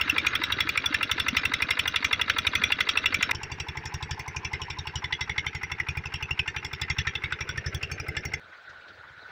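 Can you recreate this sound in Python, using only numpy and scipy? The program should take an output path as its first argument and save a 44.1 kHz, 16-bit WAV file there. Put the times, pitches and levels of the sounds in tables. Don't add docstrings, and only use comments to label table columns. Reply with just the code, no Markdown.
import sys
import numpy as np
from scipy import signal
from scipy.fft import rfft, irfft, next_fast_len
from scipy.io import wavfile
from scipy.ndimage import uniform_filter1d

SR = 44100
rng = np.random.default_rng(int(sys.argv[2]) if len(sys.argv) > 2 else 0)


def magnitude_from_level(level_db):
    exponent = np.asarray(level_db, float) / 20
    return 10 ** exponent


def to_wav(s):
    ch = np.atleast_2d(s).T
    pcm = np.round(np.clip(ch, -1, 1) * 32767)
    wavfile.write(sys.argv[1], SR, pcm.astype(np.int16))


N = 410571
SIZE = 4096

# frequency in Hz, width in Hz, relative level in dB.
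BLOCK = [(884, 144, -7), (974.5, 124, -6.5), (1340, 142, -2.5), (1498, 167, -0.5), (1800, 135, -1.5),
         (2091, 230, 7.5), (2400, 240, 5.5), (2720, 243, 7), (3053, 370, -3), (3415, 218, 4),
         (3793, 236, -3.5), (4440, 194, -14), (4675, 205, -20), (5414, 210, -11), (5692, 200, -12),
         (6213, 156, -23), (6940, 240, -24.5), (7580, 270, -26.5), (8430, 400, -32), (9140, 920, -32.5),
         (9690, 790, -32.5), (11100, 620, -38), (11500, 1400, -39.5), (13200, 900, -42),
         (14650, 260, -28.5), (15140, 490, -27.5)]
BLOCK_HZ = np.transpose(BLOCK)[0]
# level in dB against the knock's blow,
# fall by 60 dB in seconds, level in dB against the blow of the treble rings.
SHAKE = [(-11.5, 0.094, -7), (-5.5, 0.085, -3.5)]
PANEL_NARROW = [.85, .68]


def engine(place):
    out = np.zeros(N)
    habit = rng.standard_normal((4, SIZE))
    thump = exhaust_thump(place)
    for crank, s, knock_db, ring_hz, treble_db, highest_db, thump_db in strokes(place):
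        shake = panel_shake(place)
        add(out, s - .0042, magnitude_from_level(knock_db) * knock(place, s, ring_hz, shake))
        add(out, s - .005, magnitude_from_level(treble_db) * treble_rings(place, shake))
        add(out, s - .0065, magnitude_from_level(highest_db) * highest_rings())
        valve_clatter(out, place, crank, s, habit)
        add(out, crank, loose_parts(place))
        gas_puffs(out, place, crank)
        add(out, crank - .005, magnitude_from_level(thump_db) * thump)
    return out


def crank_times(place):
    # time in seconds, number of firings so far.
    anchors = [
        [(.0150, 0), (1.8782, 22), (2.6397, 31), (3.3138, 39)],
        [(3.3502, 0), (5.2126, 22), (8.3395, 59)],
    ]
    s, turns = np.transpose(anchors[place])
    return np.interp(np.arange(turns[-1] + 1), turns, s)


def strokes(place):
    # time in seconds, level in dB, strongest ring in Hz, its stray in octaves.
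    knock_curve = [
        [(0, -15, 2630, 0.12), (.7, -15, 2970, 0.38), (1.5, -15.5, 2900, 0.35), (2.0, -15, 2400, 0.054),
         (3.31, -14.5, 2550, 0.083)],
        [(3.33, -31.5, 2720, 0.055), (3.75, -28.5, 2260, 0.12), (4.0, -30, 1580, 0.14),
         (4.3, -27.5, 2400, 0.31), (4.97, -28.5, 2400, 0.32), (5.03, -21.5, 2165, 0.011),
         (5.42, -19, 2090, 0.041), (5.7, -25, 2090, 0.032), (6.0, -24, 2400, 0.11), (6.1, -26.5, 2820, 0.062),
         (6.4, -19.5, 2780, 0.027), (6.47, -22.5, 1800, 0.052), (6.75, -24.5, 1800, 0.069),
         (6.95, -23, 1960, .05), (7.3, -21.5, 2000, 0.24), (7.7, -29, 2280, 0.49), (8.4, -25.5, 1976, 0.11)],
    ]
    # time in seconds, treble rings, highest rings and exhaust thump in dB.
    part_curves = [
        [(0, -30.5, -37, -35.5), (.8, -30.5, -38.5, -36.5), (1.4, -30.5, -36, -31), (1.75, -30, -36.5, -36.5),
         (2.2, -28.5, -39.5, -37.5), (2.55, -29.5, -36, -30.5), (2.85, -29, -40.5, -41.5),
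         (3.31, -28.5, -38, -34)],
        [(3.33, -35, -56.5, -30.5), (4.1, -35, -58.5, -29), (4.9, -34, -55, -29.5), (5.4, -37, -55.5, -30),
         (5.75, -40, -53, -28), (6.2, -37.5, -56, -28.5), (6.7, -36, -48, -28.5), (7.0, -31, -56, -24.5),
         (7.22, -44, -56, -29), (7.4, -38, -59, -27.5), (7.78, -30, -45.5, -27), (8.1, -38, -51, -30),
         (8.4, -32, -50, -25.5)],
    ]
    # knock, treble, highest and thump in dB.
    uneven = [(1.5, 2.5, 1.2, 1.1), (2.2, 2.5, 4, 2.5)]
    # firing time in seconds, level in dB, strongest ring in Hz.
    hard = [(.099, -12, 2720), (.269, -13, 2450), (.608, -14.5, 3430), (.948, -13.5, 1820),
            (1.369, -12.5, 2560), (1.538, -15, 3640), (1.709, -13.5, 2030), (2.132, -13, 2260),
            (2.216, -13.5, 2720), (2.639, -12, 2480), (2.724, -12, 2720), (2.808, -13.5, 2270),
            (3.229, -13, 2410), (3.604, -25.5, 2610), (3.772, -27.5, 1990), (5.382, -18, 2020),
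            (5.804, -17.5, 2100), (6.310, -19.5, 2790), (6.395, -16, 2720), (6.902, -19, 1910),
            (6.986, -19.5, 1880), (7.155, -21, 3260), (7.831, -22.5, 2817), (8.343, -20.5, 1970)]
    lag_s_per_db, jitter_s = .0003, .0005
    crank = crank_times(place)
    chance = np.clip(rng.standard_normal((len(crank), 6)), -2, 2)
    knock_db, ring_hz, stray = follow(knock_curve[place], crank).T
    off_db = chance[:, :4] * uneven[place]
    ring_hz = ring_hz * 2 ** (stray * chance[:, 5])
    for s, db, hz in hard:
        this = abs(crank - s) < .02
        off_db[this, 0] = db - knock_db[this]
        ring_hz[this] = hz
    s = crank - lag_s_per_db * off_db[:, 0] + jitter_s * chance[:, 4]
    parts_db = follow(part_curves[place], crank) + off_db[:, 1:]
    return np.c_[crank, s, knock_db + off_db[:, 0], ring_hz, parts_db]


def panel_shake(place):
    lumpy_db = [4, 4]
    lumps = evened(uniform_filter1d(rng.standard_normal(SIZE), size=110))
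    return swell(0.0049, SHAKE[place][1]) * magnitude_from_level(lumpy_db[place] * lumps)


def knock(place, s, ring_hz, shake):
    favour_db = [9, 19]
    # time in seconds, lift in dB.
    upper = [(0, 2.5), (3.3, 4.5), (3.34, 3.5), (4.6, 1.5), (5.0, 11), (5.45, 8.5), (5.6, -3.5),
             (6.5, -4.5), (7.0, 4.5), (7.6, 4), (8.4, -8.5)]
    weight_db = favour_db[place] * np.exp(-(np.log(BLOCK_HZ / ring_hz) / 0.069) ** 2)
    weight_db = weight_db + np.interp(s, *np.transpose(upper)) * (BLOCK_HZ > 3000) + only_group(1)
    blow = ring(swell(0.0025, 0.02) * rng.standard_normal(SIZE), weight_db)
    panels = ring(shake * rng.standard_normal(SIZE), weight_db, wander=.025, scatter_db=4,
                  narrow=PANEL_NARROW[place])
    return blow + magnitude_from_level(SHAKE[place][0]) * panels


def treble_rings(place, shake):
    top_damp_db = [-13, -9]
    blow = ring(swell(0.0038, 0.011) * rng.standard_normal(SIZE), only_group(2), scatter_db=4)
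    panel_db = top_damp_db[place] * (BLOCK_HZ > 6500) + only_group(2)
    panels = ring(shake * rng.standard_normal(SIZE), panel_db, wander=0.031, scatter_db=5,
                  narrow=PANEL_NARROW[place])
    return blow + magnitude_from_level(SHAKE[place][2]) * panels


def highest_rings():
    envelope = swell(0.0063, 0.02) + magnitude_from_level(-21) * swell(0.0044, 0.093)
    return ring(envelope * rng.standard_normal(SIZE), only_group(3))


def valve_clatter(out, place, crank, s, habit):
    # lead on the firing in seconds, typical level in dB, rise in seconds,
    # fall by 60 dB in seconds, centre of the rings it wakes in Hz, their spread in octaves.
    valves = [
        [(0.0225, -22.5, 0.003, 0.042, 820, 1.26), (0.00508, -32.5, 0.00294, 0.028, 1070, .4),
         (.041, -40.5, 0.0018, 0.034, 4190, 0.24), (.024, -35, .0015, 0.034, 4270, 0.23)],
        [(.0235, -33, 0.001503, 0.086, 900, 1.11), (0.00501, -34.5, 0.00297, 0.024, 900, 0.59),
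         (0.055, -57, 0.0017, 0.016, 3300, 0.29), (0.021, -52.5, 0.00128, 0.028, 5000, 0.48)],
    ]
    # time in seconds, lift in dB.
    hollow = [(0, -6.5), (3.3, -8), (3.34, 6), (4.5, 26), (5.5, -3.5), (6.5, -2), (7.2, -8), (8.4, -10)]
    same = 0.78
    hollow_db = np.interp(s, *np.transpose(hollow)) * (ring_groups() == 0)
    bursts = same * habit + np.sqrt(1 - same ** 2) * rng.standard_normal((4, SIZE))
    for burst, (lead, db, rise, t60, centre_hz, spread) in zip(bursts, valves[place]):
        woken_db = hollow_db + around(centre_hz, spread)
        size_db = db + 1.02 * rng.standard_normal()
        clack = ring(burst * swell(rise, t60), woken_db, wander=0.0026, scatter_db=1)
        add(out, crank - lead - rise, magnitude_from_level(size_db) * clack)


def loose_parts(place):
    # level in dB, centre of the rings in Hz, their spread in octaves.
    rattle = [
        [(-36.5, 2400, 2), (-42, 4150, 0.26)],
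        [(-54, 1200, 0.87), (-59, 4500, 0.42)],
    ]
    noise, chance = rng.standard_normal((2, SIZE))
    taps = noise * (chance > 2.7) * (np.arange(SIZE) / SR < .083)
    return sum(magnitude_from_level(db) * ring(taps, around(centre_hz, spread)) for db, centre_hz, spread in rattle[place])


def gas_puffs(out, place, crank):
    # lead on the firing in seconds (negative: after it), typical pitch in Hz,
    # typical level in dB, fall by 60 dB in seconds.
    puffs = [
        [(.041, 283, -37, 0.046), (.024, 463, -41, 0.048), (0.01, 505, -37, 0.0073), (-.018, 615, -50.5, 0.16)],
        [(.042, 415, -42.5, 0.037), (.006, 408, -39, 0.031), (-0.027, 420, -41, 0.048),
         (-0.0087, 357, -45, 0.077)],
    ]
    t = np.arange(SIZE) / SR
    for lead, hz, db, t60 in puffs[place]:
        pitch, size = rng.standard_normal(2)
        puff = swell(0.0016, t60) * np.sin(2 * np.pi * hz * (1 + .04 * pitch) * t)
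        add(out, crank - lead, magnitude_from_level(db + 1.17 * size) * puff)


def exhaust_thump(place):
    # crest in seconds, relative level in dB, pitch in Hz,
    # lead of the swell on the crest in seconds, width of the swell in seconds.
    pipe = [
        [(.0142, 1.5, 87, 0.0019, 0.01), (.026, -4.5, 149, .0005, 0.0024), (.0302, -1.5, 142, .0005, 0.0026),
         (.038, -10, 130, .0005, 0.0052)],
        [(.0124, 2, 95.8, 0.0019, .0056), (.026, -2, 105, .0003, .0052), (.0375, -8.5, 116, 0.00021, 0.0023),
         (.048, -21, 100, .0003, 0.0024)],
    ]
    crest, db, hz, ahead, width = np.transpose(pipe[place])
    t = np.arange(SIZE)[:, None] / SR - crest
    pulses = np.cos(2 * np.pi * hz * t) * np.exp(-((t + ahead) / width) ** 2)
    return pulses @ magnitude_from_level(db)


def far_thumps():
    # start in seconds, gain on the pipe pulse in dB.
    beats = [(8.69, -53), (8.775, -58), (9.04, -56), (9.1, -52)]
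    out = np.zeros(N)
    for s, db in beats:
        add(out, s, magnitude_from_level(db) * exhaust_thump(1))
    return out


def gurgles():
    # start in seconds, level in dB, nominal pitch in Hz (the glide starts a little below it).
    pockets = [(0.057, -33, 277), (0.127, -28, 296), (0.226, -31, 312), (0.396, -30, 310),
               (0.565, -38, 415), (0.65, -28.5, 310), (0.905, -32, 291), (1.159, -45, 258),
               (1.243, -38, 262), (1.327, -25, 242), (1.498, -34.5, 274), (2.004, -31.5, 269),
               (2.547, -41, 293), (2.596, -32.5, 203), (3.018, -41, 274), (3.187, -33.5, 196)]
    out, t = np.zeros(N), np.arange(SIZE) / SR
    for s, db, hz in pockets:
        glide = np.sin(2 * np.pi * hz * (0.897 * t + 5 * t ** 2))
        add(out, s, magnitude_from_level(db) * swell(0.0028, 0.057) * glide)
    return out


def rustles():
    # start in seconds, level in dB, nominal pitch of the band in Hz.
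    swells = [(8.52, -39, 1740), (8.689, -47, 4570), (8.725, -41, 1450), (8.875, -40.5, 3470),
              (9.027, -35.5, 1530), (9.077, -49, 1430), (9.251, -44, 1560), (9.287, -41, 1620)]
    out = np.zeros(N)
    for s, db, hz in swells:
        b, a = signal.butter(2, [hz * 0.58, hz * 1.36], "bandpass", fs=SR)
        burst = signal.lfilter(b, a, rng.standard_normal(SIZE))
        burst = signal.lfilter(b, a, burst)
        add(out, s, magnitude_from_level(db) * swell(0.0067, 0.14) * burst / abs(burst).max())
    return out


def wash(place, patchy_db=3.0):
    # frequency in Hz, relative level in dB.
    near_colour = [(30, -9), (90, 6.5), (160, -4.5), (300, 0.5), (600, -2), (900, -8.5), (1400, 4.5),
                   (2100, 0), (3060, -8), (4300, -17), (6200, -24.5), (7900, -54), (13500, -60),
                   (15000, -42), (16000, -62)]
    walk_colour = [(30, -9), (100, 3), (230, -6.5), (400, -3), (600, -6), (900, -5.5), (1210, -13),
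                   (1600, -2.5), (2800, -9.5), (3300, -24.5), (4130, -27.5), (5500, -28.5), (7000, -43.5),
                   (12500, -64), (15000, -43), (16000, -76)]
    far_colour = [(18, -66), (30, -38), (77, -13), (227, -23), (473, -14.5), (600, -13), (702, -14),
                  (1100, -17), (1280, -10.5), (1480, 0.5), (1640, -8.5), (1810, -11.5), (2900, -23.5),
                  (3870, -20.5), (5590, -34.5), (11700, -60), (16000, -48)]
    # time in seconds, rms level in dB.
    levels = [
        [(0, -35.5), (1, -39.5), (2, -40.5), (3.31, -40)],
        [(3.33, -42.5), (4.5, -43.5), (5.5, -45), (6.5, -45.5), (7.5, -43.5), (8.39, -44)],
        [(8.41, -50.5), (8.6, -49), (8.8, -49.5), (9, -48.5), (9.15, -50.5), (9.31, -45.5)],
    ]
    f, db = np.transpose([near_colour, walk_colour, far_colour][place])
    a, b, patches = rng.standard_normal((3, 257, N // 128 + 5))
    patches = uniform_filter1d(patches, size=6, axis=0)
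    patches = evened(uniform_filter1d(patches, size=8, axis=1))
    z = (a + 1j * b) * magnitude_from_level(patchy_db * patches)
    flat = signal.istft(z, nperseg=512, noverlap=384)[1][:N]
    size = next_fast_len(N)
    hz = np.fft.rfftfreq(size, 1 / SR)
    colour = magnitude_from_level(np.interp(np.log(hz + 1), np.log(f + 1), db))
    noise = irfft(rfft(flat, size) * colour)[:N]
    return evened(noise) * magnitude_from_level(np.interp(np.arange(N) / SR, *np.transpose(levels[place])))


def soil_echo(x, width=450):
    # time in seconds, first null in Hz, strength of the echo from 0 to 1.
    soil = [(0, 680, 0.57), (3.31, 670, 0.15), (3.329, 622, 0.75), (6.8, 616, 0.76), (7.3, 695, 0.84),
            (7.8, 940, 0.83), (8.4, 1140, 0.5), (9.31, 1120, 0.8)]
    hz, share = follow(soil, np.arange(N) / SR).T
    turn = np.exp(2j * np.pi * np.cumsum(hz) / SR)
    r = np.exp(-np.pi * width / SR)
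    band = 2 * (turn * signal.lfilter([1 - r], [1, -r], x / turn)).real
    return x - share * band


def ring(burst, weight_db, wander=.012, scatter_db=3, narrow=1):
    chance = rng.standard_normal((2, len(BLOCK)))
    hz, width, db = np.transpose(BLOCK)
    hz = hz * (1 + wander * chance[0])
    db = db + weight_db + scatter_db * chance[1]
    woken = weight_db > -70
    off = np.fft.rfftfreq(SIZE, 1 / SR)[:, None] - hz[woken]
    modes = magnitude_from_level(db[woken]) / (1 + 2j * off / (narrow * width[woken])) ** 2
    sound = irfft(rfft(burst) * modes.sum(1), SIZE)
    return sound / np.sqrt(2 * uniform_filter1d(sound ** 2, size=176).max())


def ring_groups():
    edges_hz = 1150, 4600, 8000
    return np.digitize(BLOCK_HZ, edges_hz)


def only_group(group):
    return -90 * (ring_groups() != group)


def around(centre_hz, spread):
    return -12 * (np.log2(BLOCK_HZ / centre_hz) / spread) ** 2


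def swell(rise, t60):
    t = np.arange(SIZE) / SR
    shape = (1 - np.exp(-(t / rise) ** 2)) * magnitude_from_level(-60 * t / t60)
    return shape / shape.max()


def follow(curve, s):
    at, *columns = np.transpose(curve)
    return np.transpose([np.interp(s, at, c) for c in columns])


def evened(x):
    return x / np.sqrt(np.mean(x ** 2) + 1e-20)


def add(mix, s, sound):
    at = round(s * SR)
    part = mix[max(at, 0):][:len(sound) + min(at, 0)]
    part += sound[max(-at, 0):][:len(part)]


def scene():
    moves = [3.318, 8.398]
    near = soil_echo(engine(0) + wash(0)) + gurgles()
    walk = soil_echo(engine(1) + wash(1))
    far = wash(2) + rustles() + far_thumps()
    place = np.digitize(np.arange(N) / SR, moves)
    return np.choose(place, [near, walk, far])[None]


def roll_off(x):
    return signal.sosfilt(signal.butter(12, 16810, fs=SR, output="sos"), x)


def record(dry):
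    edge = signal.firwin(255, 16000, window=("kaiser", 8), fs=SR)
    mix = signal.oaconvolve(dry, edge[None], "same")
    return roll_off(mix)


dry = scene()
out = record(dry)
to_wav(out)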